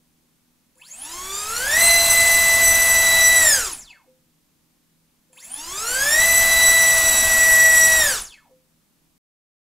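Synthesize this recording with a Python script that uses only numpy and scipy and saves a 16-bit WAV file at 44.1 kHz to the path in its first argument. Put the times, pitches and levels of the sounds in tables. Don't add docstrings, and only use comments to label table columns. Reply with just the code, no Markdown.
import sys
import numpy as np
from scipy import signal
from scipy.fft import rfft, irfft, next_fast_len
from scipy.io import wavfile
from scipy.ndimage import uniform_filter1d

SR = 44100
rng = np.random.default_rng(int(sys.argv[2]) if len(sys.argv) > 2 else 0)


def put_to_file(sound):
    columns = np.atleast_2d(sound).T
    safe = np.clip(columns, -1, 1)
    whole_steps = np.round(safe * 32767)
    wavfile.write(sys.argv[1], SR, whole_steps.astype(np.int16))


def makeup_ratio(level_db):
    decades = np.asarray(level_db, float) / 20
    return 10 ** decades


N = 425565

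# time in seconds, shaft speed in turns per second (Hz).
SPIN_UPS = [
    [(.765, 21), (.83, 85.47), (.9, 172), (.97, 235.8), (1.06, 303.4), (1.16, 356), (1.46, 422.6),
     (1.61, 498)],
    [(5.33, 15), (5.36, 40), (5.42, 164), (5.5, 244), (5.56, 283), (5.69, 350), (5.84, 454)],
]
# time in seconds, shaft Hz, loss in Hz that the
HOLDS = [
    (1.8, 677.9, 48),
    (6.222, 663.1, 35.7),
]
# time in seconds, shaft Hz; after the last row the rotor coasts.
WIND_DOWNS = [
    [(3.41, 659.7), (3.48, 607.3), (3.56, 533.6), (3.64, 434.6), (3.74, 277), (3.8, 200.5), (3.86, 108.3),
     (3.885, 91.3)],
    [(7.975, 658.5), (8.07, 570.3), (8.13, 500), (8.17, 409), (8.25, 187), (8.3, 99.8), (8.315, 89.7)],
]
# time in seconds, peak in dB.
KICKS = [
    (0.7551, -44),
    (5.2894, -57),
    (5.3306, -32.5),
]
# time in seconds, level in dB.
COIL_BUZZ = [
    [(.775, -52), (.9, -35), (1.0, -46)],
    [(5.33, -47), (5.45, -30.5), (5.55, -46)],
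]
# time in seconds, level in dB.
ARM_RINGS = [
    (0.753, -60),
    (4.075, -50.5),
    (5.295, -58),
    (5.35, -56.5),
    (8.508, -49.5),
]

# multiple of the shaft rate, level in dB.
SHAFT_ORDERS = [(1, 2.5), (2, -21), (4, -2.5), (5, -15.5), (7, -27.5), (10, -14.5), (11, -7.5)]
# multiple of the shaft rate, level in dB, steady share from 0 to 1.
OVERTONES = [(9.002, -7, 0.3), (11.95, -8.5, 0.4), (14.95, -8, 0), (18, -7, 0), (21, -7.5, 0.13),
             (25.1, -7.5, .1), (26.6, -17.5, .1)]
# multiple of the shaft rate, level in dB.
COGGING_ORDERS = [(36, 0), (12, -7)]
# multiple of the shaft rate, level in dB.
NOTCH_ORDERS = [(62, 0), (96, -8)]
# Hz, level in dB.
WHINE_LEVEL = [(500, -61), (1000, -71.5), (1700, -57.5), (3300, -54), (6500, -48), (8000, -54.5),
               (9800, -42.5), (11500, -49)]
# Hz, change in dB.
WHINE_UNPOWERED = [(700, 6), (3000, 3.5), (4500, 0), (11000, 4)]

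# Hz, gain in dB.
RADIATION = [(1500, -10), (3000, -6), (4500, -3), (5800, 1.5), (6050, -0.5), (7300, 7), (7750, 4.5),
             (8050, 4), (9000, 1.5), (11000, -1), (13000, -9.5), (16000, -11.5)]
# Hz, width in Hz, gain in dB.
STAND_MODES = [(966, 60, -5.5), (1740, 40, -5), (2180, 11, -3), (2330, 25, -8.5), (2596, 54, -1.5),
               (3187, 27, -1.5), (3473, 20, -5.5), (4480, 14, 1), (6660, 74, -4.5), (6920, 75, 0.5),
               (7480, 120, 1), (9720, 76, 4), (10310, 120, 0)]
# Hz, width in Hz, gain in dB.
STANDING_WAVES = [(677, 5.9, 3.5), (2026, 3.3, 0.5), (2020, 3.4, -9.5), (1970, 4, 6), (1960, 8, 2),
                  (1970, 4, -5), (1956, 5, -7), (1944, 7, 5.5), (4052, 24, 8), (3947, 7.9, 6.5),
                  (3970, 12, -2.5), (3890, 14, -9)]
# Hz, dB per Hz.
WHOOSH_COLOUR = [(100, -3), (470, -4), (640, 5), (1000, 4.5), (1700, 2), (3300, -2), (5500, -1),
                 (7200, 0.5), (9000, -5.5), (11000, -3.5), (12600, -0.5), (14600, -9), (15700, -8.5)]
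# Hz, dB per Hz.
WASH_COLOUR = [(15, -2), (35, -1.9), (70, -5.5), (140, -16.5), (300, -17.5), (600, -39.5)]
# Hz, level in dB rms.
HUM = [(161.5, -73.5), (204.6, -83), (242.2, -74.5), (285.3, -80.5), (323.0, -81)]
# Hz, dB per Hz.
HISS_COLOUR = [(12, -38), (20, -13), (107, -9.5), (167, -4), (247, -8.5), (336, -11), (376, -13.5),
               (540, -15.5), (694, -19), (944, -17), (1440, -20.5), (13800, -21.5), (15900, -25.5)]
# Hz, gain in dB.
BAND_EDGE = [(15740, 0), (15810, -90)]

# dB at full speed, dB lost per halving of speed,
# dB per 1000 turns/s2 while speeding up, the same while slowing down.
BLADE_LAW = (-18, 28, -2, -1.5)
OCTAVE_LAW = (-31, 24.5, -4, -1)
UNBALANCE_LAW = (-32.5, 19, -5.5, -2)
OVERTONE_LAW = (-19, 11.5, -6, 0)
WHOOSH_LAW = (-32, 18, -0.5, 1)
WASH_LAW = (-38.5, 13.5, 1.5, -2.5)
TILT_LAW = (2, -0.9, -0.7, -0.2)

FULL_SPEED_HZ, STOP_HZ = 650, 11


def rms_one(x):
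    return x / np.sqrt(np.mean(np.abs(x) ** 2) + 1e-20)


def in_time(tables):
    s, *columns = np.transpose(sorted(list(row) for rows in tables for row in rows))
    return [np.interp(np.arange(N) / SR, s, c) for c in columns]


def while_turning(tables, fade=.03):
    t = np.arange(N) / SR
    gate = np.zeros(N)
    for rows in tables:
        first, last = rows[0][0], rows[-1][0]
        gate += np.interp(t, [first - fade, first, last, last + fade], [0, 1, 1, 0])
    return gate


def at_hz(points, hz):
    points = np.array(points)
    return np.interp(np.log(hz + 1), np.log(points[:, 0]), points[:, 1])


def colour(x, spectrum):
    size = next_fast_len(N)
    hz = np.arange(size // 2 + 1) * SR / size
    return irfft(rfft(x, size) * makeup_ratio(at_hz(spectrum, hz)), size)[..., :N]


def stretch(slow):
    return np.interp(np.arange(N) / 8, np.arange(len(slow)), rms_one(slow))


def drift(rate):
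    r = np.exp(-16 * np.pi * rate / SR)
    noise = rng.standard_normal(N // 8 + 4002)
    return stretch(signal.lfilter([1], [1, -2 * r, r * r], noise)[4000:])


def eddy_noise(width_hz, skirt_db):
    white = rng.standard_normal((2, N // 8 + 2)) + 1j * rng.standard_normal((2, N // 8 + 2))
    core, skirt = np.exp(-16 * np.pi * width_hz * np.array([1, 5]) / SR)
    slow = rms_one(signal.lfilter([1], [1, -2 * core, core ** 2], white[0]))
    slow += makeup_ratio(skirt_db) * rms_one(signal.lfilter([1], [1, -2 * skirt, skirt ** 2], white[1]))
    return stretch(slow)


def shaft_speed():
    droop_s, coast_s = 2.5, .105
    inertia_s, easing_s = .02, .08
    t, out = np.arange(N) / SR, np.zeros(N)
    for up, (full_s, full_hz, loss), down in zip(SPIN_UPS, HOLDS, WIND_DOWNS):
        held = np.interp(t, *np.transpose(up + [(full_s, full_hz)]))
        held -= loss * (1 - np.exp(-np.maximum(t - full_s, 0) / droop_s))
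        eased = np.interp(t, *np.transpose(down), left=np.inf)
        eased = eased * np.exp(-np.maximum(t - down[-1][0], 0) / coast_s)
        course = np.minimum(held, eased)
        quick = uniform_filter1d(course, size=int(inertia_s * SR))
        gentle = uniform_filter1d(course, size=int(easing_s * SR))
        speed = quick + (gentle - quick) * np.clip(quick / 100 - 4.5, 0, 1)
        out += speed * (t > up[0][0]) * (speed > STOP_HZ)
    return out


def follow(law, speed):
    full_db, halving_db, rising_db, falling_db = law
    push = uniform_filter1d(np.gradient(speed), size=4000) * SR / 1000
    push_db = np.where(push > 0, rising_db, -falling_db) * push
    return full_db + halving_db * np.log2((speed + 5) / FULL_SPEED_HZ) + push_db


def standing_db(hz):
    grid = np.arange(5000)
    gain = sum(db * np.exp(-((grid - at) / width) ** 2) for at, width, db in STANDING_WAVES)
    return np.interp(hz, grid, gain)


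def background():
    t = np.arange(N) / SR
    mid, side = colour(rng.standard_normal((2, N)), HISS_COLOUR)
    out = makeup_ratio(-62.5 - 3.5) * rms_one(mid + makeup_ratio(-3) * side * [[1], [-1]])
    out += makeup_ratio(-79.0) * rms_one(colour(rng.standard_normal(N), WASH_COLOUR))
    for hz, db in HUM:
        out += makeup_ratio(db + 1.5 + 3 * drift(5)) * np.sin(2 * np.pi * hz * t)
    return out


def room(x, t60=.3):
    t = np.arange(SR // 2) / SR
    tail = rng.standard_normal(len(t)) * makeup_ratio(-60 * t / t60) * (t > .004)
    return signal.fftconvolve(x, tail / np.sqrt(np.sum(tail ** 2)))[:N]


def arm():
    ring_hz, t60_s, swell_s = 515.5, 0.36, 0.0076
    t = np.arange(N) / SR
    out = np.zeros(N)
    for s, db in ARM_RINGS:
        age = np.maximum(t - s, 0)
        envelope = makeup_ratio(db - 60 * age / t60_s) * (1 - np.exp(-age / swell_s))
        out += envelope * np.sin(2 * np.pi * ring_hz * age)
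    return out


def wash(speed):
    lag_s = .09
    level_db = follow(WASH_LAW, np.roll(speed, int(lag_s * SR)))
    lumps = drift(8)
    return makeup_ratio(level_db + 1.8 * lumps) * rms_one(colour(rng.standard_normal(N), WASH_COLOUR))


def whoosh(speed):
    level_db, tilt_db = follow(WHOOSH_LAW, speed), follow(TILT_LAW, speed)
    air = rms_one(colour(rng.standard_normal(N), WHOOSH_COLOUR))
    low = signal.lfilter([.3], [1, -.7], air)
    high = air - low
    return makeup_ratio(level_db + 6 + 0.48 * drift(36)) * (makeup_ratio(-tilt_db) * low + makeup_ratio(tilt_db) * high)


def ring_stand(force):
    out = np.zeros(N)
    for k, (hz, width, db) in enumerate(STAND_MODES):
        r = np.exp(-np.pi * width / SR)
        b = [(1 - r * r) / 2, 0, -(1 - r * r) / 2]
        a = [1, -2 * r * np.cos(2 * np.pi * hz / SR), r * r]
        out += (-1) ** k * makeup_ratio(db) * signal.lfilter(b, a, force + 1e-18)
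    return out


def magnet_pull(speed, turn):
    lost_hz, unpowered_low_db = 321, -6
    slowing = np.gradient(speed) < 0
    audible = np.clip((speed - STOP_HZ) / 4, 0, 1) * np.clip((lost_hz - speed) / 15, 0, 1)
    whine_hz = COGGING_ORDERS[0][0] * speed
    whine_db = at_hz(WHINE_LEVEL, whine_hz) + at_hz(WHINE_UNPOWERED, whine_hz) * slowing
    strength = makeup_ratio(whine_db + 2.3 * drift(59)) * audible
    pull = np.zeros(N)
    for k, db in COGGING_ORDERS:
        order_db = db - 2 + unpowered_low_db * slowing * (k < 20) + 3 * drift(30)
        pull += makeup_ratio(order_db) * np.sin(k * turn + .8 * drift(150))
    return strength * pull


def crawl_notches(speed, turn):
    crawl = np.exp(-((speed - 74) / 8) ** 2) * np.where(np.gradient(speed) < 0, 1.8, .7)
    snaps = sum(makeup_ratio(db) * np.sin(k * turn + .6 * drift(150)) for k, db in NOTCH_ORDERS)
    return makeup_ratio(-52.5) * crawl * snaps


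def motor(speed, turn):
    pull = magnet_pull(speed, turn)
    notches = crawl_notches(speed, turn)
    kicks = np.zeros(N)
    kicks[[round(s * SR) for s, db in KICKS]] = makeup_ratio(np.array(KICKS)[:, 1] + 18)
    bearings = makeup_ratio(-21.5 + 3.6 * drift(22)) * (speed / 600) ** 2.3
    coils = makeup_ratio(in_time(COIL_BUZZ)[0] + 2.2 * drift(50)) * while_turning(COIL_BUZZ, fade=.012)
    noise = rng.standard_normal(N)
    coil_buzz = coils * np.gradient(noise)
    shaking = makeup_ratio(14.0) * pull + makeup_ratio(3) * notches + kicks + bearings * noise + coil_buzz
    airborne = colour(pull, [(500, -5), (2500, 0.0), (12000, 8.0)])
    return airborne + makeup_ratio(-18.5) * coil_buzz + makeup_ratio(-2.5) * notches + ring_stand(shaking)


def propeller(speed, turn):
    blade_knee_hz, level_knee_hz, below_knee_db = 260, 306, 29
    level_db = follow(OVERTONE_LAW, speed)
    level_db = level_db + below_knee_db * np.minimum(np.log2((speed + 5) / level_knee_hz), 0)
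    out = np.zeros(N)
    ripple_db = 1.8 * rng.standard_normal(160)
    for k, db, steady in OVERTONES:
        hz = k * speed
        share = np.clip(steady * (speed / 670) ** 0.5, 0, 1)
        tone = np.sqrt(share) + np.sqrt(1 - share) * eddy_noise(3.5 * k, skirt_db=-8)
        heard = hz < .4 * SR
        bench_db = np.interp(hz / 140, np.arange(160), ripple_db)
        sharpness = np.clip(speed / FULL_SPEED_HZ, 0, 1) ** (0.074 * k)
        gain = heard * sharpness * makeup_ratio(db + 2.5 + bench_db + at_hz(RADIATION, hz))
        out -= gain * np.real(tone * np.exp(1j * k * turn))
    eddies_db = 2.0 * drift(7.3)
    return np.clip(speed / blade_knee_hz, 0, 1) ** 2 * makeup_ratio(level_db + eddies_db) * out


def clean_tones(speed, turn):
    blade_db = follow(BLADE_LAW, speed) + standing_db(3 * speed)
    octave_db = follow(OCTAVE_LAW, speed) + standing_db(6 * speed)
    shaft_db = follow(UNBALANCE_LAW, speed) + standing_db(speed)
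    out = -makeup_ratio(blade_db + 2 + 0.74 * drift(29)) * np.cos(3 * turn + 0.027 * drift(45))
    out -= makeup_ratio(octave_db + 3.0 + 2.1 * drift(38)) * np.cos(6 * turn + 0.15 * drift(40))
    for k, db in SHAFT_ORDERS:
        out += makeup_ratio(shaft_db + db + 1.6 * drift(29)) * np.sin(k * turn + rng.uniform(0, 2 * np.pi))
    return out


def scene():
    speed = shaft_speed()
    turn = 2 * np.pi * np.cumsum(speed) / SR
    running = uniform_filter1d(1. * (speed > 0), size=1300)
    tones = clean_tones(speed, turn)
    rig = propeller(speed, turn) + motor(speed, turn) + running * whoosh(speed)
    gliding = np.clip(np.abs(uniform_filter1d(np.gradient(speed), size=4000)) * SR / 350, .12, 1)
    echo = room(makeup_ratio(-3.0) * gliding * tones + makeup_ratio(-8.0) * rig)
    return tones + rig + arm() + echo + wash(speed) + background()


def band_limit(x):
    return signal.sosfilt(signal.butter(12, 16010, fs=SR, output="sos"), x)


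def record(dry):
    end_s = 9.18
    x = np.tanh(dry / 1.273) * 1.388 * (np.arange(N) < end_s * SR)
    x = colour(x, BAND_EDGE)
    return band_limit(x)


dry = scene()
out = record(dry)
put_to_file(out)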